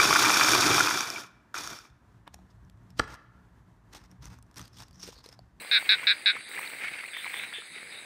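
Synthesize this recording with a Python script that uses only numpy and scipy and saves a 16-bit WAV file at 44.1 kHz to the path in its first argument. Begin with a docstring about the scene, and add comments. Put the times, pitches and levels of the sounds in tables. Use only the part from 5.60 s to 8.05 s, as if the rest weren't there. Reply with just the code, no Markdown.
"""A wet meadow: a frog close by gives four short rattling croaks and a farther frog answers three times.
Each croak is a train of glottal clicks that ring the resonances of the vocal sac.
Wet grass crackles, swishes and rustles near the microphone, all made of tiny random clicks.
Drips, stem snaps, blade ticks and chirps are short tones; throbbing bands of noise give distant frogs
and the lingering tails of the farther frog's calls, over a patchy noise bed of air and insects."""
import sys
import numpy as np
from scipy import signal
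from scipy.fft import rfft, irfft
from scipy.io import wavfile
from scipy.ndimage import uniform_filter1d

SR = 44100
rng = np.random.default_rng(int(sys.argv[2]) if len(sys.argv) > 2 else 0)


def to_wav(s):
    """Save 16-bit WAV."""
    ch = np.atleast_2d(s).T  # columns
    pcm = np.round(np.clip(ch, -1, 1) * 32767)  # PCM
    wavfile.write(sys.argv[1], SR, pcm.astype(np.int16))


def convert_level_to_amplitude(level_db):
    """Map a level in decibels to its linear amplitude factor."""
    exponent = np.asarray(level_db, float) / 20
    return 10 ** exponent


N = 108045  # length in samples

# Pulse timing of the croaks. Each row: start in seconds, time until it tires in seconds,
# longest pulse gap in seconds, settling time of the gaps in seconds.
NEAR_TIMING = [(.1131, .0438, .00436, .0058), (.2913, .0237, .00519, .0053), (.4694, .0300, .00486, .0039),
               (.6589, .0199, .00532, .0066)]
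FAR_TIMING = [(1.5347, .056, .00441, .0036), (1.7347, .0421, .00492, .0038), (1.9363, .0359, .00489, .0036)]
# Strength of the croaks. Each row: base level in dB, level offset at the start in dB,
# fade time once tired in seconds.
NEAR_EFFORT = [(-10.5, -8.5, 0.029), (-11, -2.5, 0.035), (-12.5, -2.5, 0.031), (-12, -3, .038)]
FAR_EFFORT = [(-30, -5.5, 0.019), (-29.5, -5.5, 0.034), (-34, 4, 0.038)]
# Vocal sac resonances. Each row: frequency in Hz, width in Hz, relative level in dB.
NEAR_SAC = [(1611, 260, -9), (2332, 460, -4), (3790, 280, 1.5), (4130, 860, -7.5), (4965, 970, -17.5)]
FAR_SAC = [(1739, 240, -14.5), (2400, 170, -9), (3080, 780, -9.5), (3524, 200, -4.5), (3820, 280, -35)]
# Tone colours of the grass layers. Each row: frequency in Hz, relative level in dB.
CRACKLE_COLOUR = [(59, -62), (100, -17), (415, -27.5), (470, -21), (495, -31), (906, -12), (1460, -5),
                  (2090, 8.5), (3150, -8.5), (7000, -32), (9100, -29), (15400, -120)]
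SWISH_COLOUR = [(5000, -38), (5600, -7), (7000, -15), (8400, 11), (10400, -10.5), (12000, -3),
                (13500, -1.5), (15000, -4.5), (15700, 7), (16000, -43)]
RUSTLE_COLOUR = [(40, -72), (120, -18.5), (250, -3), (450, -1), (800, -0.5), (1300, -9.5), (3000, -91)]
# Loudness of the grass layers over time. Each row: time in seconds, level in dB.
CRACKLE_LEVEL = [(0, -47.5), (.2, -41.5), (.24, -39.5), (.4, -38.5), (.57, -43), (.66, -51), (.76, -38),
                 (.85, -56), (.99, -36.5), (1.1, -44), (1.19, -41), (1.25, -33.5), (1.31, -44.5),
                 (1.36, -38), (1.47, -49), (1.57, -44.5), (1.63, -46.5), (1.67, -39), (1.71, -43),
                 (1.76, -39), (1.84, -37.5), (1.89, -49), (1.96, -43.5), (2.1, -55.5), (2.17, -41),
                 (2.25, -51.5), (2.31, -44.5), (2.45, -52)]
SWISH_LEVEL = [(0.0, -57), (0.02, -47.5), (0.04, -56), (0.22, -50), (0.65, -63), (0.67, -90), (0.7, -67),
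               (0.88, -76), (0.89, -54), (1.01, -48.5), (1.39, -59.5), (1.56, -60), (1.58, -61),
               (1.58, -53), (1.77, -52), (2.01, -68), (2.44, -65), (2.45, -66)]
RUSTLE_LEVEL = [(0.0, -51.5), (0.72, -60), (0.75, -50), (0.8, -65), (0.97, -53.5), (1.0, -49), (1.01, -52),
                (1.62, -62), (1.66, -49), (1.69, -63.5), (1.76, -54), (2.13, -67), (2.18, -62.5),
                (2.45, -57.5)]
# Low drips and knocks, then snaps of wet stems.
# Each row: start in seconds, envelope peak in dB, pitch in Hz, length in cycles.
DRIPS = [(0.122, -36, 1400, 2.3), (0.226, -32, 890, 1.7), (0.32, -56, 1390, 2.4), (0.43, -35.5, 1060, 6),
         (0.752, -43.5, 493, 4.1), (0.766, -31, 1230, 4), (0.911, -36, 1340, 1.4),
         (0.991, -27.5, 1020, 2.7), (1.244, -31, 1260, 1.4), (1.436, -35.5, 1250, 4.4),
         (1.545, -53, 1230, 1.6), (1.57, -34, 1180, 1.8), (1.593, -46, 1050, 2.8), (1.643, -37, 1410, 4.2),
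         (1.656, -33, 1060, 3.7), (1.665, -33, 930, 3.3), (1.74, -36.5, 1070, 6), (1.926, -37.5, 1190, 2.0),
         (1.983, -44, 438, 4.3), (2.021, -34.5, 1460, 2.5), (2.162, -47, 400, 4.6), (2.229, -40, 600, 1.1)]
STEM_SNAPS = [(0.7487, -32, 2150, 13), (0.9148, -30.5, 2100, 6.0), (0.9477, -34, 1990, 5.1),
              (0.9772, -28.5, 1750, 6.0), (0.9814, -30, 1960, 13), (0.9934, -31, 2400, 6.6),
              (1.0425, -30, 2100, 11), (1.1268, -35, 2160, 3), (1.2176, -28.5, 2270, 6.9),
              (1.2406, -28.5, 2150, 17), (1.2714, -31, 2400, 16), (1.3049, -39, 2270, 16),
              (1.3384, -30.5, 2190, 14), (1.4401, -27.5, 2010, 5.5), (1.4484, -32, 2100, 11),
              (1.5479, -31, 2000, 4.5), (1.5663, -29, 2000, 9.8), (1.6447, -23.5, 2240, 6.4),
              (1.6656, -30, 2320, 18), (1.6916, -46, 2260, 8.7), (1.7414, -23.5, 2050, 5.5),
              (1.8304, -33, 2200, 5.6), (1.8367, -23.5, 2010, 2.2), (1.9285, -28, 1960, 4.4),
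              (2.1615, -34, 2130, 5.2), (2.2303, -32.5, 1830, 3.5), (2.2987, -42, 1950, 2.8)]
# Bright ticks of blades. Each row: start in seconds, envelope peak in dB before the noise,
# pitch in Hz, length in cycles.
BLADE_TICKS = [(0.1231, -37, 12900, 60.0), (0.2299, -40, 15100, 60.0), (0.3012, -30, 15300, 60.0),
               (0.4589, -37, 12300, 67), (0.6684, -38, 15400, 67), (0.7672, -41, 12600, 66),
               (0.8934, -46, 15500, 60.0), (0.9492, -44, 14300, 60.0), (0.9941, -30, 13300, 73),
               (1.075, -36, 15200, 60.0), (1.4391, -51, 11200, 60.0), (1.5713, -31, 15500, 55),
               (1.6272, -36, 15400, 60.0), (1.696, -45, 15400, 60.0), (1.7729, -43, 15300, 60.0),
               (1.788, -35, 11650, 66), (1.938, -44, 15000, 60.0)]
# Small chirps. Each row: start in seconds, length in seconds, first and last pitch in Hz, peak in dB.
CHIRPS = [(.257, .004, 3200, 3200, -38), (1.05, .026, 4400, 4400, -46), (1.0755, .003, 4200, 3700, -32),
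          (1.455, .009, 2200, 2700, -37), (1.48, .02, 3000, 1950, -40)]
# Faint throbbing bands around 3.8 kHz: distant frogs, and the lingering tails of the farther
# frog's calls. Each row: start in seconds, length in seconds, level in dB before the throb.
THROBS = [(.86, .09, -52), (1.6, .08, -50), (1.79, .07, -46), (2.0, .08, -55), (2.1, .12, -52),
          (2.3, .11, -50)]
# Tone colours of the bed. Each row: frequency in Hz, relative level in dB per Hz.
AIR_COLOUR = [(30, -25), (148, -0.5), (228, -6.5), (572, -5), (702, -48), (1010, -11.5), (1220, -8),
              (1650, 2), (2120, 6), (3000, -10.5), (3850, 3.5), (4250, -0.5), (4790, 0.5), (5050, -11.5),
              (5750, -40), (6300, -15), (7000, -16), (7400, -33)]
INSECT_COLOUR = [(4000, -40), (6800, -75), (7020, -19), (8100, 5), (9020, 1.5), (9730, -5.5), (10600, 1.5),
                 (10900, -12.5), (11500, -12.5), (13100, -65), (14900, -25), (15700, -47), (16000, -8)]


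def evened(x):
    """Scales to rms 1."""
    return x / np.sqrt(np.mean(x ** 2) + 1e-20)


def read(points, hz):
    """Reads a tone colour in dB at given frequencies, along a log frequency axis."""
    table_hz, db = np.transpose(points)
    return np.interp(np.log(hz + 1), np.log(table_hz + 1), db)


def curve(points):
    """Turns a level table into a gain per sample."""
    seconds, db = np.transpose(points)
    return convert_level_to_amplitude(np.interp(np.arange(N) / SR, seconds, db))


def add(mix, start, sound):
    """Mixes a sound in at a time in seconds, cut off at the end of the mix."""
    part = mix[round(start * SR):][:len(sound)]
    part += sound[:len(part)]


def coloured(x, table):
    """Filters by a tone colour and scales to rms 1."""
    gain = convert_level_to_amplitude(read(table, np.fft.rfftfreq(len(x), 1 / SR)))
    return evened(irfft(rfft(x) * gain, len(x)))


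def drift(seconds):
    """Slow random wander of rms 1: noise averaged twice over the given time."""
    width = round(seconds * SR)
    return evened(uniform_filter1d(uniform_filter1d(rng.standard_normal(N), width), width))


def grains(per_s, spread_db):
    """Sparse clicks at random times, of random sign and size."""
    struck = rng.random(N) < per_s / SR
    size_db = spread_db * np.minimum(rng.exponential(1, N), 4)
    return struck * rng.choice([-1, 1], N) * convert_level_to_amplitude(size_db)


def sac_click(sac, tiredness, detune):
    """One glottal click: every sac resonance swells softly and dies, duller and lower when tired."""
    ring = np.arange(300) / SR
    # the upper resonances are choked by 8 dB from about 1.9 ms on
    choke = convert_level_to_amplitude(-8 / (1 + (0.0019 / (ring + 1e-9)) ** 10))
    click = np.zeros(300)
    for k, (hz, width_hz, db) in enumerate(sac):
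        octaves = np.log2(hz / sac[0][0])
        gain = (-1) ** k * convert_level_to_amplitude(db - 5.5 * tiredness * octaves)
        swell = np.pi * width_hz * ring * np.exp(1 - np.pi * width_hz * ring)
        if hz > 2000:  # the lowest resonance rings on
            swell = swell * choke
        tuned_hz = hz * (1 + 0.011 * detune[k] - 0.028 * tiredness ** 2)
        click += gain * swell * np.sin(2 * np.pi * tuned_hz * ring)
    return click


def croak(sac, tire_s, longest_gap, settle_s, db, start_db, fade_s):
    """A train of clicks whose gaps first widen, then shrink as the frog tires and fades."""
    out = np.zeros(SR // 5)
    t = 0.0
    for chance in rng.standard_normal((40, 8)):
        tired_s = max(t - tire_s, 0)
        tiredness = tired_s / fade_s
        if tired_s > 1.05 * fade_s:
            break
        warming_db = start_db * np.exp(-t / 0.049)
        pulse_db = db + warming_db - 9.5 * tiredness ** 3 + 0.7 * chance[0]
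        jitter_s = 0.00006 * chance[1]
        add(out, abs(t + jitter_s), sac_click(sac, tiredness, chance[2:]) * convert_level_to_amplitude(pulse_db))
        gap = longest_gap * (1 - 0.59 * np.exp(-t / settle_s)) - 0.098 * tired_s
        shortest_gap = min(0.0027, 0.45 * longest_gap + t)
        t += max(gap, shortest_gap)
    return out


def frog(timing, effort, sac, wet_db, t60_s):
    """All croaks of one frog, with a decaying noise tail for scatter from grass and bushes."""
    direct = np.zeros(N)
    for (start, *pulses), push in zip(timing, effort):
        add(direct, start, croak(sac, *pulses, *push))
    t = np.arange(SR // 4) / SR
    tail = rng.standard_normal(len(t)) * convert_level_to_amplitude(-60 * t / t60_s) * (t > 0.002)
    scatter = signal.oaconvolve(direct, tail / np.linalg.norm(tail))[:N]
    return direct + convert_level_to_amplitude(wet_db) * scatter


def crackle(clumps):
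    """Low treble crackle: eight sets of clicks, each smeared by its own short noise ring."""
    ring = np.exp(-np.arange(400) / SR / 0.0015)
    smeared = np.zeros(N)
    for _ in range(8):
        clicks = grains(2500 / 8, spread_db=3.0)
        smeared += signal.oaconvolve(clicks, ring * rng.standard_normal(400))[:N]
    return coloured(smeared * convert_level_to_amplitude(1.5 * clumps), CRACKLE_COLOUR) * curve(CRACKLE_LEVEL)


def swish():
    """Bright swish of blades: dense clicks that swell and sink at random."""
    clicks = grains(14000, spread_db=3.0) * convert_level_to_amplitude(1.8 * drift(0.0069))
    return coloured(clicks, SWISH_COLOUR) * curve(SWISH_LEVEL)


def low_rustle(clumps):
    """Low rustle: sparser clicks with the treble taken away."""
    clicks = grains(900, spread_db=4.0) * convert_level_to_amplitude(0.5 * clumps)
    return coloured(clicks, RUSTLE_COLOUR) * curve(RUSTLE_LEVEL)


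def grass():
    """Wet grass: crackle and low rustle share their clumps, the swish wanders by itself."""
    clumps = drift(0.0086)
    return crackle(clumps) + swish() + low_rustle(clumps)


def blip(hz, cycles):
    """A tone under a quick rise and fall, peaking a quarter of the way into its cycles."""
    t = np.arange(900) / SR
    u = 4 * t * hz / max(cycles, 0.5)
    return u * np.exp(1 - u) * np.sin(2 * np.pi * hz * t)


def drips_and_snaps():
    """Single drips, knocks and stem snaps, each a briefly ringing tone."""
    out = np.zeros(N)
    for start, db, hz, cycles in DRIPS + STEM_SNAPS:
        add(out, start, convert_level_to_amplitude(db) * blip(hz, cycles))
    return out


def blade_ticks():
    """Scratchy bright ticks: a high tone spread by smoothed noise."""
    out = np.zeros(N)
    for start, db, hz, cycles in BLADE_TICKS:
        scratch = uniform_filter1d(rng.standard_normal(900), size=6)
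        add(out, start, convert_level_to_amplitude(db) * blip(hz, cycles) * scratch)
    return out


def chirps():
    """Tiny tones, steady or gliding evenly in pitch, under a rounded envelope."""
    out = np.zeros(N)
    for start, length, first_hz, last_hz, db in CHIRPS:
        u = np.arange(0, length, 1 / SR) / length
        hz = first_hz * (last_hz / first_hz) ** u
        tone = np.sin(2 * np.pi * np.cumsum(hz) / SR)
        add(out, start, convert_level_to_amplitude(db) * np.sin(np.pi * u) ** 0.5 * tone)
    return out


def throbbing_bands():
    """Distant frogs and lingering call tails: noise around 3.8 kHz, throbbing 215 times a second."""
    hz, t = np.fft.rfftfreq(N, 1 / SR), np.arange(N) / SR
    resonance = np.exp(-((hz - 3800) / 300) ** 2)
    band = evened(irfft(rfft(rng.standard_normal(N)) * resonance, N))
    swell = np.zeros(N)
    for start, length, db in THROBS:
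        swell += convert_level_to_amplitude(db) * np.sin(np.pi * np.clip((t - start) / length, 0, 1)) ** 0.5
    throb = 1 + 0.5 * np.sin(2 * np.pi * 215 * t)
    return band * swell * throb


def patchy(table, patch_db):
    """Noise of a tone colour whose level drifts in patches of time and pitch, at rms 1."""
    frames, hz = N // 128 + 5, np.fft.rfftfreq(512, 1 / SR)
    real, imaginary, patches = rng.standard_normal((frames, 257, 3)).T
    patches = uniform_filter1d(patches, size=5, axis=0)  # across pitch
    patches = evened(uniform_filter1d(patches, size=14, axis=1))  # across time
    gain = convert_level_to_amplitude(read(table, hz)[:, None] + patch_db * patches)
    spectrum = (real + 1j * imaginary) * gain
    return evened(signal.istft(spectrum, nperseg=512, noverlap=384)[1][:N])


def insects():
    """High insect hiss: patchy noise in several treble bands."""
    return convert_level_to_amplitude(-53.5) * patchy(INSECT_COLOUR, patch_db=2.5)


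def air():
    """The broad bed of the meadow: patchy noise from the bass to the treble."""
    return convert_level_to_amplitude(-49.5) * patchy(AIR_COLOUR, patch_db=3.95)


def scene():
    """Both frogs, the grass with its small sounds, and the bed, in mono."""
    near_frog = frog(NEAR_TIMING, NEAR_EFFORT, NEAR_SAC, wet_db=-13.5, t60_s=0.1)
    far_frog = frog(FAR_TIMING, FAR_EFFORT, FAR_SAC, wet_db=-4, t60_s=0.18)
    small_sounds = drips_and_snaps() + blade_ticks() + chirps()
    background = throbbing_bands() + insects() + air()
    return (near_frog + far_frog + grass() + small_sounds + background)[None]


def roll_off(x):
    """The treble ends steeply here."""
    return signal.sosfilt(signal.butter(12, 16790, fs=SR, output="sos"), x)


def record(dry):
    """The microphone: bass rolls off below 57 Hz and the band ends at 15.8 kHz."""
    bass_cut = signal.butter(2, 57, "high", fs=SR, output="sos")
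    top_cut = signal.firwin(511, 15800, window=("kaiser", 9), fs=SR)
    mix = signal.oaconvolve(signal.sosfilt(bass_cut, dry), top_cut[None], "same")
    return roll_off(mix)


dry = scene()
out = record(dry)
to_wav(out)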